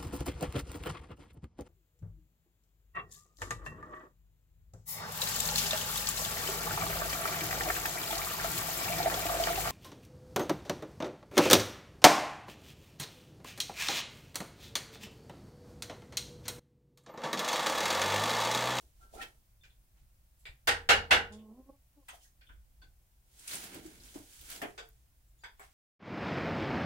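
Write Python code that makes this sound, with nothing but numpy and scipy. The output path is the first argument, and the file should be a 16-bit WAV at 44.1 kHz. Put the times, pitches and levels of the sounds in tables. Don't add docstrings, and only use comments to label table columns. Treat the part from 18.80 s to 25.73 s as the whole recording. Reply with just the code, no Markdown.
import sys
import numpy as np
from scipy import signal
from scipy.io import wavfile
from scipy.ndimage import uniform_filter1d

SR = 44100
rng = np.random.default_rng(int(sys.argv[2]) if len(sys.argv) > 2 else 0)


def ratio_of_db(decibels):
    return 10 ** (np.asarray(decibels, float) / 20)


def inscribe(sig):
    pcm = np.round(np.clip(np.atleast_2d(sig).T, -1, 1) * 32767)
    wavfile.write(sys.argv[1], SR, pcm.astype(np.int16))


N = 305613

# (frequency [Hz], 60 dB decay [s])
SHED_DECAY = [(100, 0.57), (400, 0.26), (1500, 0.24), (4000, 0.2), (9000, 0.18), (16000, .15)]
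EDGE_HZ = 15850
RING_SPLIT = 0.0122
SECOND_RING_DB = -4


def evened(x):
    return x / np.sqrt(np.mean(x ** 2) + 1e-20)


def read(points, hz):
    f, value = np.transpose(points)
    return np.interp(np.log(hz + 1), np.log(f + 1), value)


def add(mix, s, sound):
    part = mix[:, round(s * SR):][:, :sound.shape[-1]]
    part += sound[..., :part.shape[1]]


def power_db(p):
    return 10 * np.log10(p + 1e-14)


def hump(hz, centre_hz, octaves):
    return np.exp(-(np.log2((hz + 1) / centre_hz) / octaves) ** 2) / centre_hz


def peaks_db(hz, peaks):
    return sum(db * np.exp(-(np.log2((hz + 1) / f) / octaves) ** 2) for f, octaves, db in peaks)


def noise(count, field_db, size=512):
    # (frequency [Hz], left-right likeness [-1 to 1])
    likeness = [(25, .985), (60, .95), (150, .91), (300, .88), (600, .68), (1200, -.35), (2500, 0.1),
                (16000, .05)]
    hop = size // 4
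    hz = np.fft.rfftfreq(size, 1 / SR)[:, None]
    t = np.arange(count // hop + 5) * hop / SR
    a, b, c, d = rng.standard_normal((len(t), len(hz), 4)).T
    same = np.clip(read(likeness, hz), -1, 1)
    left = a + 1j * b
    right = same * left + np.sqrt(1 - same ** 2) * (c + 1j * d)
    z = np.array([left, right]) * ratio_of_db(field_db(hz, t)) * (hz < EDGE_HZ)
    return signal.istft(z, nperseg=size, noverlap=size - hop)[1][:, :count]


def spread(colour_db, decay, rise_s, hold_s, count, swell_s=1e-4):
    swell_hz = 2200
    standing_db = 1.6 * rng.standard_normal((257, 1))

    def field_db(hz, t):
        build_up = 1 - np.exp(-(t + 0.0037) * np.maximum(hz / swell_hz, 1) / swell_s)
        fall_db = 60 * np.maximum(t - hold_s, 0) / (decay * read(SHED_DECAY, hz))
        return colour_db(hz) + standing_db + 2 * power_db(build_up) - fall_db

    x = noise(count, field_db) * (1 - np.exp(-np.arange(count) / SR / rise_s))
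    return x / np.sqrt(np.mean(x[:, 200:1500] ** 2))


def ring(modes, rise_s, alike=0.13, length=SR * 3 // 4):
    t = np.arange(length)[None] / SR
    phases = 2 * np.pi * rng.random((len(modes), 2)) * [1, 1 - alike]
    out = 0
    for (hz, db, t60), p in zip(modes, phases):
        phase = np.cumsum(p)[:, None]
        out = out + ratio_of_db(db - 60 * t / t60) * np.sin(2 * np.pi * hz * t + phase)
    return out * (1 - np.exp(-t / rise_s))


def band(db, hz, width, t60, rise_s):
    t = np.arange(SR // 4) / SR
    r = np.exp(-np.pi * width / SR)
    a, b = rng.standard_normal((2, 2, len(t) + 2000))
    slow = signal.lfilter([1], [1, -2 * r, r * r], a + 1j * b)[:, 2000:]
    tone = evened((slow * np.exp(2j * np.pi * hz * t)).real)
    return ratio_of_db(db - 60 * t / t60) * (1 - np.exp(-t / rise_s)) * tone


def swells(rows, t, shift_db=0):
    s, db, rise, fall = np.array(rows)[:, :4].T[:, :, None]
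    drop_db = 20 * np.maximum((s - t) / rise, (t - s) / fall)
    return (ratio_of_db(db + shift_db - drop_db) ** 2).sum(0)


def hiss():
    # (frequency [Hz], density [dB per Hz])
    hiss_colour = [(88, -31.5), (150, 1), (292, -19), (329, -11), (408, -24.5), (487, -17), (604, -17),
                   (4140, -23), (12900, -20), (16300, -17.5)]
    level_db = -77 + 2.5
    return ratio_of_db(level_db) * evened(noise(N, lambda hz, t: read(hiss_colour, hz) - 30 * (hz < 200), size=1024))


def rumble():
    # (frequency [Hz], density [dB per Hz])
    rumble_colour = [(12, -12), (30, -4), (40, -6), (50, 3), (64, -5.5), (95, -16), (120, -13), (160, -22),
                     (210, -36.5), (300, -41.5), (800, -94)]
    # (peak time [s], peak level [dB], rise over 20 dB [s], fall over 20 dB [s])
    steps = [(.1, -65.5, 0.24, 1), (.37, -59, 0.36, 0.39), (.8, -65, 0.4, 1), (1.21, -60, 0.098, 0.2),
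             (1.41, -64, 0.11, 0.17), (1.7, -54, 0.12, 0.13), (1.89, -50.5, 0.056, 0.4),
             (2.14, -45.5, 0.16, 0.24), (2.33, -48.5, 0.038, 0.33), (2.6, -66, 0.23, 0.1),
             (2.78, -72.5, 0.2, 0.2), (3.57, -65, 0.081, .12), (3.72, -56.5, 0.053, 0.27),
             (4.03, -57, 0.089, 0.23), (5.25, -60.5, 0.51, .08), (5.38, -59, .1, 0.15),
             (5.6, -58.5, 0.079, 0.67), (6.14, -66, 0.42, 0.61), (6.52, -67.5, 0.12, 0.83),
             (6.87, -69, 0.37, .3)]
    floor_db = -66.5
    t = np.arange(0, N, 256) / SR
    level = np.interp(np.arange(N) / SR, t, np.sqrt(ratio_of_db(floor_db) ** 2 + swells(steps, t)))
    return level * evened(noise(N, lambda hz, t: read(rumble_colour, hz), size=4096))


def pair(rows, first, second):
    # (frequency [Hz], width [octaves], level [dB])
    box_air = [(537, 0.11, -9), (810, 0.23, 0.5), (1178, .1, -4), (1500, .12, 3), (2223, 0.053, 3.5),
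               (3200, .06, 0.5)]
    shift_db = np.array(rows)[:, 4:]

    def share(p):
        return p / p.mean() * 3 / 512

    def field_db(hz, t):
        power = share(first(hz)) * swells(rows, t) + share(second(hz)) * swells(rows, t, shift_db)
        return peaks_db(hz, box_air) + power_db(power)

    return noise(N, field_db)


def hay():
    # (peak time [s], peak level [dB], rise over 20 dB [s], fall over 20 dB [s], stems against leaves [dB])
    rustles = [(.005, -67, 0.024, 0.18, -20), (.24, -69.5, 0.16, 0.11, -9.5), (.35, -60, 0.055, 0.23, -28),
               (.425, -54.5, 0.054, 0.065, 7), (1.18, -80.5, 0.042, 0.14, 3), (1.61, -76, 0.067, 0.28, -20),
               (3.35, -60.5, 0.1, 0.067, -10), (3.445, -63, 0.11, 0.075, -21),
               (4.6, -58.5, 0.12, .3, -12.5), (4.735, -40.5, 0.093, 0.14, -5),
               (4.84, -47.5, 0.077, 0.093, -4), (4.96, -54.5, 0.23, 0.11, 0.5),
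               (5.06, -58.5, 0.11, 0.47, -4.5), (5.26, -56.5, 0.09, 0.223, -8.5),
               (5.36, -54.5, 0.06, 0.13, -6), (5.55, -57.5, 0.32, 0.58, -10.5),
               (5.715, -45, 0.047, 0.15, -5), (5.68, -53, 0.19, 0.06, -7.5),
               (6.62, -78.5, .05, 0.056, -18.5), (6.83, -65, 0.065, 0.14, 0)]
    # (peak time [s], peak level [dB], rise over 20 dB [s], fall over 20 dB [s],
    # deep push against bedding [dB])
    settles = [(.03, -66.5, 0.037, 0.1, -2.5), (.25, -65.5, 0.059, 0.075, -10), (.36, -51, 0.021, 0.15, -5),
               (.425, -48.5, 0.084, 0.083, -25), (1.17, -74, 0.024, 0.093, -21),
               (3.36, -76, 0.033, .08, -3), (3.71, -79, 0.041, 0.093, 11), (4.03, -67, 0.028, 0.1, -8),
               (4.6, -72, 0.14, 0.4, 0), (4.74, -49.5, 0.064, 0.2, -2.5), (4.84, -55.5, 0.045, 0.22, 1.5),
               (4.96, -51, 0.064, 0.12, 6.5), (5.06, -64, 0.089, 0.17, 11), (5.2, -69, 0.33, 0.55, 7.5),
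               (5.63, -73.5, 0.032, 0.041, 11), (5.36, -48.5, 0.019, 0.11, -2), (5.75, -54, 0.11, 0.19, -8),
               (5.84, -39, 0.039, 0.083, -5)]
    # (frequency [Hz], density [dB per Hz])
    leaves = [(1760, -20), (3000, -0.5), (5290, 0), (5930, 1.5), (9070, 2.5), (15100, -5), (16000, 4),
              (16300, -20)]
    snaps = ratio_of_db(3.4 * rng.exponential(1, N).clip(0, 3.2)) * (rng.random(N) < 400 / SR)
    crackle = signal.lfilter([1], [1, -np.exp(-1 / (0.0067 * SR))], snaps ** 2)
    sharp = signal.lfilter([1], [1, -np.exp(-1 / (0.0006 * SR))], snaps ** 2)
    blurred = 0.29 * crackle / (crackle.mean() + 1e-9)
    fronts = 0.056 * sharp / (sharp.mean() + 1e-9)
    crackle = np.sqrt(0.57 + blurred + fronts)
    dry_hay = pair(rustles, lambda hz: ratio_of_db(read(leaves, hz)) ** 2, lambda hz: hump(hz, 1920, 1.0))
    soft = pair(settles, lambda hz: hump(hz, 458, 0.91), lambda hz: hump(hz, 220, 0.94))
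    return (ratio_of_db(0.98) * crackle * dry_hay + ratio_of_db(-4.5) * soft) * ratio_of_db([[-1.2], [.8]])


def boards():
    # (time [s], level [dB], frequency [Hz], width
    # [Hz], decay [s])
    board_bands = [(.2, -69.5, 727, 60, 0.39), (0.33, -55, 441, 90, 0.5), (0.391, -48, 1350, 50, 0.24),
                   (.4, -52, 2350, 59.7, 0.22), (0.406, -44.5, 1860, 40, 0.19),
                   (0.411, -46.5, 2614, 29.8, 0.18), (0.411, -51, 3140, 50, 0.19),
                   (1.59, -75, 7550, 700, 0.51), (1.59, -70, 11100, 2500, .2),
                   (1.882, -27.5, 1862, 91, .22), (2.1, -23.5, 2850, 60, 0.25), (2.311, -32, 1003, 60, .16),
                   (2.311, -23, 2640, 120, 0.17), (3.285, -52, 2570, 299, 0.17),
                   (3.285, -52, 3200, 302, 0.22), (3.285, -57, 860, 249, 0.18),
                   (3.3, -56.5, 6510, 200, 0.11), (3.33, -54.5, 739, 120, 0.19),
                   (3.405, -69.5, 3045, 149, 0.16), (3.42, -71, 5300, 250, .3), (3.43, -65, 6460, 300, .25),
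                   (3.447, -76, 1900, 100, 0.28), (3.61, -67.5, 2490, 303, 0.24),
                   (3.612, -70.5, 4420, 349, 0.19), (3.615, -72, 3313, 249, 0.26),
                   (3.665, -67.5, 3300, 400, 0.31), (3.695, -68, 3200, 400, 0.2),
                   (3.695, -73, 2200, 400, 0.17), (3.691, -57.5, 1520, 200, 0.21),
                   (4.016, -69, 3510, 50, 0.21), (4.019, -67.5, 4520, 300, 0.21),
                   (4.018, -75.5, 6200, 200, 0.25), (4.018, -78.5, 7800, 250, 0.25),
                   (4.018, -71.5, 2685, 79.8, 0.19), (5.978, -55, 4740, 219.5, 0.24),
                   (5.978, -62.5, 6200, 350, 0.24), (5.978, -62, 7680, 390, 0.24),
                   (6.637, -51, 3430, 450, 0.22), (6.637, -57.5, 4800, 408, 0.23),
                   (6.636, -63, 6200, 200, 0.2), (6.636, -63, 7760, 199, 0.17),
                   (6.797, -63, 7740, 402, 0.28),
                   (1.876, -38.5, 8500, 1500, 0.23), (1.655, -63, 3360, 200, 0.11),
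                  (1.654, -57, 2370, 67, 0.23), (2.3, -37, 803, 17, 0.3), (2.093, -40, 1668, 30, 0.27),
                  (2.093, -26, 2190, 70, 0.24), (2.093, -34.5, 4300, 930, 0.31),
                  (2.096, -42, 420, 20, 0.45), (2.312, -37, 1668, 33, 0.3), (2.312, -33.5, 830, 30, 0.33),
                  (2.312, -26, 2180, 33, 0.16), (2.313, -29.5, 2840, 40, .3), (2.313, -31, 1500, 89, 0.37),
                  (2.312, -29.5, 3470, 79, 0.24), (3.285, -49.5, 8500, 1206, .12),
                  (3.285, -56.5, 1300, 160, 0.21), (0.81, -66, 3550, 100, .22), (.334, -52.5, 700, 200, .3),
                  (5.825, -43.5, 400, 100, 0.33), (5.61, -62, 320, 60, .2), (4.04, -72, 4400, 200.6, .1),
                  (4.04, -77, 3470, 60.5, 0.21), (4.04, -61, 1520, 55, 0.16),
                  (5.978, -50.5, 3480, 340, 0.23), (5.978, -54, 2600, 300, .2),
                  (5.98, -67.5, 7060, 99.2, 0.24), (5.98, -66, 8900, 400, .15), (6.48, -78, 7490, 501, .25),
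                  (6.585, -69.5, 6930, 250, 0.3), (6.59, -76, 3500, 200, .1),
                  (6.605, -73.5, 4000, 300, 0.095), (6.617, -69.5, 4700, 300, 0.17),
                  (6.641, -50.5, 1750, 397, 0.22), (6.915, -73.5, 7950, 900, 0.055)]
    out = np.zeros((2, N))
    for s, db, hz, width, t60 in board_bands:
        add(out, s, band(db, hz, 1.1 * width, t60, rise_s=0.0024))
    return out


def struck(hz, main_hz, second_hz, edge_hz):
    # (frequency [Hz], width [octaves], level [dB])
    plank = [(780, 0.14, 2), (1560, 0.13, 4), (2230, 0.5, 3), (3500, 0.095, 5.5), (4800, 0.029, 4)]
    below_db, above_db, edge_slope_db = 13, 5, 85
    shelf_db, shelf_hz = 7, 407
    ring_octaves, body_level_db, edge_drop_db = 0.052, -8, 11.5

    def octave(f):
        return np.log2((hz + 1) / f)

    def under(f):
        return below_db * np.maximum(-octave(f), 0)

    body_db = body_level_db - np.minimum(under(min(main_hz, second_hz)), shelf_db) - under(shelf_hz)
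    body_db = body_db - above_db * np.maximum(octave(max(main_hz, second_hz)), 0)
    main = np.exp(-(octave(main_hz) / ring_octaves) ** 2)
    second = ratio_of_db(SECOND_RING_DB) ** 2 * np.exp(-(octave(second_hz) / ring_octaves) ** 2)
    edge_db = np.clip(edge_slope_db * octave(edge_hz), 0, edge_drop_db)
    return power_db(main + second + ratio_of_db(body_db + peaks_db(hz, plank)) ** 2) - edge_db


def taps():
    # (time [s], peak level [dB], main ring [Hz], second ring [Hz], top edge [Hz])
    tap_list = [(.206, -72, 1330, 745, 1630), (0.327, -57, 450, 684, 910), (.835, -53.5, 2400, 1500, 7660),
                (.899, -64, 3541, 3350, 4230), (1.654, -40.5, 2300, 1930, 4870),
                (2.523, -51.5, 3430, 7000, 10000), (2.585, -62.5, 2980, 3550, 3770),
                (3.283, -44, 1928, 1000, 16300), (3.329, -57, 780, 630, 1320),
                (3.409, -69, 3000, 2970, 3500), (3.448, -69, 1637, 1720, 1900),
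                (3.61, -58, 1520, 2310, 5500), (3.69, -55.5, 1450, 1560, 3600),
                (4.016, -59.5, 1520, 4460, 5000), (4.676, -40.5, 6100, 2500, 16000),
                (5.817, -32.5, 698, 1794, 3200), (5.978, -38.5, 450, 1500, 7800),
                (6.636, -43.5, 926, 1494, 2600), (6.795, -45.5, 753, 1130, 2374)]
    ring_db, ring_cycles = -9.5, 270
    out = np.zeros((2, N))
    for s, db, main_hz, second_hz, edge_hz in tap_list:
        colour_db = lambda hz: struck(hz, main_hz, second_hz, edge_hz)
        blow = spread(colour_db, decay=0.97, rise_s=0.00011, hold_s=0.02, count=SR // 4)
        add(out, s, ratio_of_db(db - 8.5) * blow)
        modes = []
        for hz, less_db in [(main_hz, 0), (second_hz, SECOND_RING_DB)]:
            for split in (1, 1 + RING_SPLIT):
                modes.append((hz * split, db + ring_db + less_db, min(ring_cycles / hz, .21)))
        add(out, s, ring(modes, rise_s=0.0066, length=SR // 4))
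    return out


def loose_parts():
    # (time [s], peak level [dB], frequency [Hz], decay [s])
    part_rings = [(0.208, -62.5, 1345, 0.32), (0.223, -67, 1556, 0.32), (.385, -47.5, 780, 0.18),
                  (0.411, -47.5, 1690, 0.18), (.334, -62, 762, 0.26), (0.369, -61, 1333, 0.34),
                  (.415, -60, 2200, 0.21), (0.41, -71, 2430, 0.18), (0.414, -49.5, 3260, 0.15),
                  (1.657, -60, 2325, 0.22), (1.657, -64, 7800, 0.2), (4.019, -74.5, 4450, 0.14),
                  (3.33, -66, 824, 0.13), (3.665, -67, 3500, 0.12), (3.665, -72, 3010, 0.17),
                  (3.692, -65, 1504, 0.15), (3.694, -62.5, 1010, 0.095), (4.019, -59, 1520, 0.12),
                  (4.019, -66, 1050, 0.077), (4.02, -71, 3460, 0.14), (5.984, -59, 438, 0.33),
                  (5.98, -59.5, 708, 0.34), (5.98, -52.5, 1500, 0.19), (6.638, -68, 5180, 0.14),
                  (6.638, -50.5, 1528, 0.14), (6.637, -55, 2200, 0.18), (6.8, -62, 409, 0.16)]
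    out = np.zeros((2, N))
    for s, db, hz, t60 in part_rings:
        modes = [(hz, db, t60), (hz * (1 + RING_SPLIT), db + 5, t60), (hz * (1 - 2.8 * RING_SPLIT), db, t60)]
        add(out, s, ring(modes, rise_s=0.0045, length=SR // 3))
    return out


def knocks():
    # (time [s], peak level [dB], treble 4-16 kHz [dB], left-right [dB], band favoured by the spot struck [Hz])
    knock_list = [
        (1.872, -15, -12.5, -1, 1949),
        (2.089, -9.5, -15.5, -1.4, 2770),
        (2.308, -10.5, -18, -1.5, 1550),
    ]
    # (frequency [Hz], density [dB per Hz])
    knock_colour = [(60, -20), (200, -22), (380, -12.5), (490, -5.5), (610, -9), (790, -1), (1050, -11.5),
                    (1500, 1.77), (1950, -3), (2400, -7.5), (2880, -4), (3300, -8), (5000, -14.5),
                    (16000, -35.5)]
    # (frequency [Hz], level under the knock [dB], decay [s])
    sheet = [(465, -28.5, 0.66), (489, -21.5, 0.33), (755, -27.5, 0.25), (803, -20.5, 0.32),
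             (1480, -26.5, 0.22), (1520, -21.5, 0.28), (1560, -21.5, .28), (1668, -20.5, 0.23),
             (1887, -20.5, 0.22), (1372, -22, 0.24), (2575, -23.5, 0.13), (2890, -20.5, 0.24),
             (2860, -23, .22)]
    # (frequency [Hz], level under the knock [dB], decay [s])
    wall = [(84, -27, 0.72)]
    out = np.zeros((2, N))
    for s, db, treble_db, pan_db, spot_hz in knock_list:
        def colour_db(hz):
            tilt = np.clip(np.log2(hz / 2500 + 1e-9), 0, 1)
            spot_db = peaks_db(hz, [(spot_hz, 0.23, 1.5)])
            return read(knock_colour, hz) + (treble_db + 15.5) * .7 * tilt + spot_db

        blow = spread(colour_db, decay=1.13, rise_s=0.00082, hold_s=0.021, count=SR // 2, swell_s=.007)
        rings = ring(sheet, rise_s=0.01, alike=0.8) + ring(wall, rise_s=0.028, alike=0.93)
        add(out, s, ratio_of_db(db + pan_db * np.array([[.5], [-.5]])) * ratio_of_db(-8.5) * blow)
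        add(out, s, ratio_of_db(db) * rings)
    return out


def stem_snaps():
    # (time [s], peak level [dB], lowest frequency [Hz], decay [s])
    ticks = [
        (1.873, -37.5, 3500, 0.17),
        (3.285, -59, 7000, .09),
        (4.945, -53.5, 7000, 0.04),
        (5.614, -59, 11160, 0.025),
        (5.7, -54, 3000, .03),
        (5.84, -65, 11880, 0.037),
        (5.818, -50, 3500, .12),
        (6.089, -63.5, 11500, 0.018),
        (6.796, -62.5, 6500, 0.087),
    ]
    out = np.zeros((2, N))
    for s, db, low_hz, t60 in ticks:
        snap = noise(900, lambda hz, t: -40 * (hz < low_hz) - 60 * t / t60, size=128)
        add(out, s, ratio_of_db(db) * evened(snap))
    return out


def croon(rows):
    # (frequency [Hz], level [dB])
    throat = [(400, 6), (640, -0.5), (850, -4), (1080, -6.5), (1180, -15), (1400, -26), (2000, -53)]
    jitter, shimmer_db = .004, 3.5
    s, *columns = np.transpose(rows)
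    t = np.arange(s[0], s[-1], 1 / SR)
    hz, effort_db, over_db = (uniform_filter1d(np.interp(t, s, c), size=300) for c in columns)
    wobble = uniform_filter1d(rng.standard_normal((len(t), 9)), size=500, axis=0)
    wobble = evened(uniform_filter1d(wobble, size=300, axis=0)).T
    turns = np.cumsum(hz * (1 + jitter * wobble[0])) / SR
    over = 0
    for k in range(2, 9):
        over = over + ratio_of_db(read(throat, k * hz) + shimmer_db * wobble[k]) * np.cos(2 * np.pi * k * turns)
    rasp = evened(noise(len(t), lambda f, u: power_db(hump(f, 340, 0.99)) - 30 * (f > 1200))[0])
    fundamental = np.sqrt(2) * np.cos(2 * np.pi * turns)
    voice = ratio_of_db(effort_db) * (fundamental + ratio_of_db(over_db + 0.4) * over + ratio_of_db(-15) * rasp)
    voice = np.pad(voice * signal.windows.tukey(len(t), .12), (0, SR // 3))[None]
    tail = noise(SR // 3, lambda f, u: -60 * u / (0.5 * read(SHED_DECAY, f)))
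    wet = signal.fftconvolve(voice, tail / np.linalg.norm(tail[0]), axes=1)[:, :voice.shape[1]]
    return s[0], voice * ratio_of_db([[-1.6], [-.4]]) + ratio_of_db(-10.0) * wet


def thumps():
    # (time [s], peak level [dB], frequency [Hz], decay [s])
    thump_list = [
        (4.958, -52, 311.6, 0.3),
        (5.05, -47.5, 316, 0.2),
        (5.357, -37.5, 303, 0.056),
        (5.393, -53, 288, 0.18),
        (5.82, -45, 272.4, 0.16),
        (3.699, -53, 51.6, 0.79),
    ]
    out = np.zeros((2, N))
    for s, db, hz, t60 in thump_list:
        modes = [(hz, db + 5.5, t60), (hz * 1.12, db, t60), (hz * 0.89, db - 33, t60)]
        add(out, s, ring(modes, rise_s=0.0033, alike=0.8))
    return out


def blade_cracks():
    # (time [s], level [dB], frequency [Hz], decay [s])
    cracks = [(4.594, -54.5, 8000, 0.078), (4.676, -39.5, 9320, 0.1), (4.68, -42.5, 4920, .06),
              (4.714, -41, 4100, 0.07), (4.735, -44.5, 13100, .015), (4.745, -37, 9600, .02),
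              (4.754, -33.5, 8900, 0.032), (4.825, -55, 5970, 0.028), (4.944, -53.5, 2720, 0.053),
              (5.235, -56.5, 6030, .1), (5.285, -59, 3500, 0.12), (5.343, -55, 7000, .1),
              (5.612, -52, 3500, 0.022), (5.702, -38, 10630, .018), (5.703, -48.5, 14200, .015),
              (5.713, -50, 3870, .03), (5.715, -52, 9000, 0.018), (5.724, -42, 11900, .012),
              (5.729, -53, 5960, .02), (4.841, -43, 11100, .03), (4.62, -61, 5000, .03),
              (5.06, -56, 7380, .08), (5.201, -58.5, 4500, 0.088), (5.529, -64, 5900, 0.041),
              (5.655, -55, 8050, 0.035), (5.76, -48, 4900, .03), (5.738, -50, 10000, .012)]
    out = np.zeros((2, N))
    for s, db, hz, t60 in cracks:
        add(out, s, band(db, hz, 0.36 * hz, t60, rise_s=0.00011))
    return out


def scene():
    # (time [s], pitch [Hz], effort [dB], mouth opening as overtone level [dB])
    phrases = [
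        [(2.49, 203.5, -57, -12), (2.55, 213.2, -54, -10.5), (2.61, 217.7, -53.5, -21),
         (2.665, 213.5, -58.5, -12), (2.722, 217.4, -52, -18), (2.755, 245, -59.5, -11),
         (2.802, 261.3, -51.5, -14), (2.825, 263, -68, -5), (2.86, 262.4, -70, -8)],
        [(2.855, 268.5, -67, -8), (2.88, 274, -58, -16), (2.9, 274, -49.5, -1), (2.918, 278, -83, 6),
         (2.945, 281, -72, 6.5), (2.968, 281.5, -85.5, 5)],
        [(3.155, 299, -81.5, -20.5), (3.178, 291, -63, -7.5), (3.215, 270, -77, -0.5), (3.24, 262, -90, 12)],
    ]
    mix = rumble() + hay() + boards() + taps() + loose_parts()
    mix += knocks() + stem_snaps() + thumps() + blade_cracks()
    for rows in phrases:
        add(mix, *croon(rows))
    return mix


def top_cut(x):
    return signal.sosfilt(signal.butter(12, 16490, fs=SR, output="sos"), x)


def record(dry):
    low = signal.oaconvolve(dry, signal.firwin(201, EDGE_HZ, fs=SR)[None], "same")
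    over_edge = ratio_of_db(-22) * (dry - low)
    return top_cut(low + over_edge + hiss())


dry = scene()
out = record(dry)
inscribe(out)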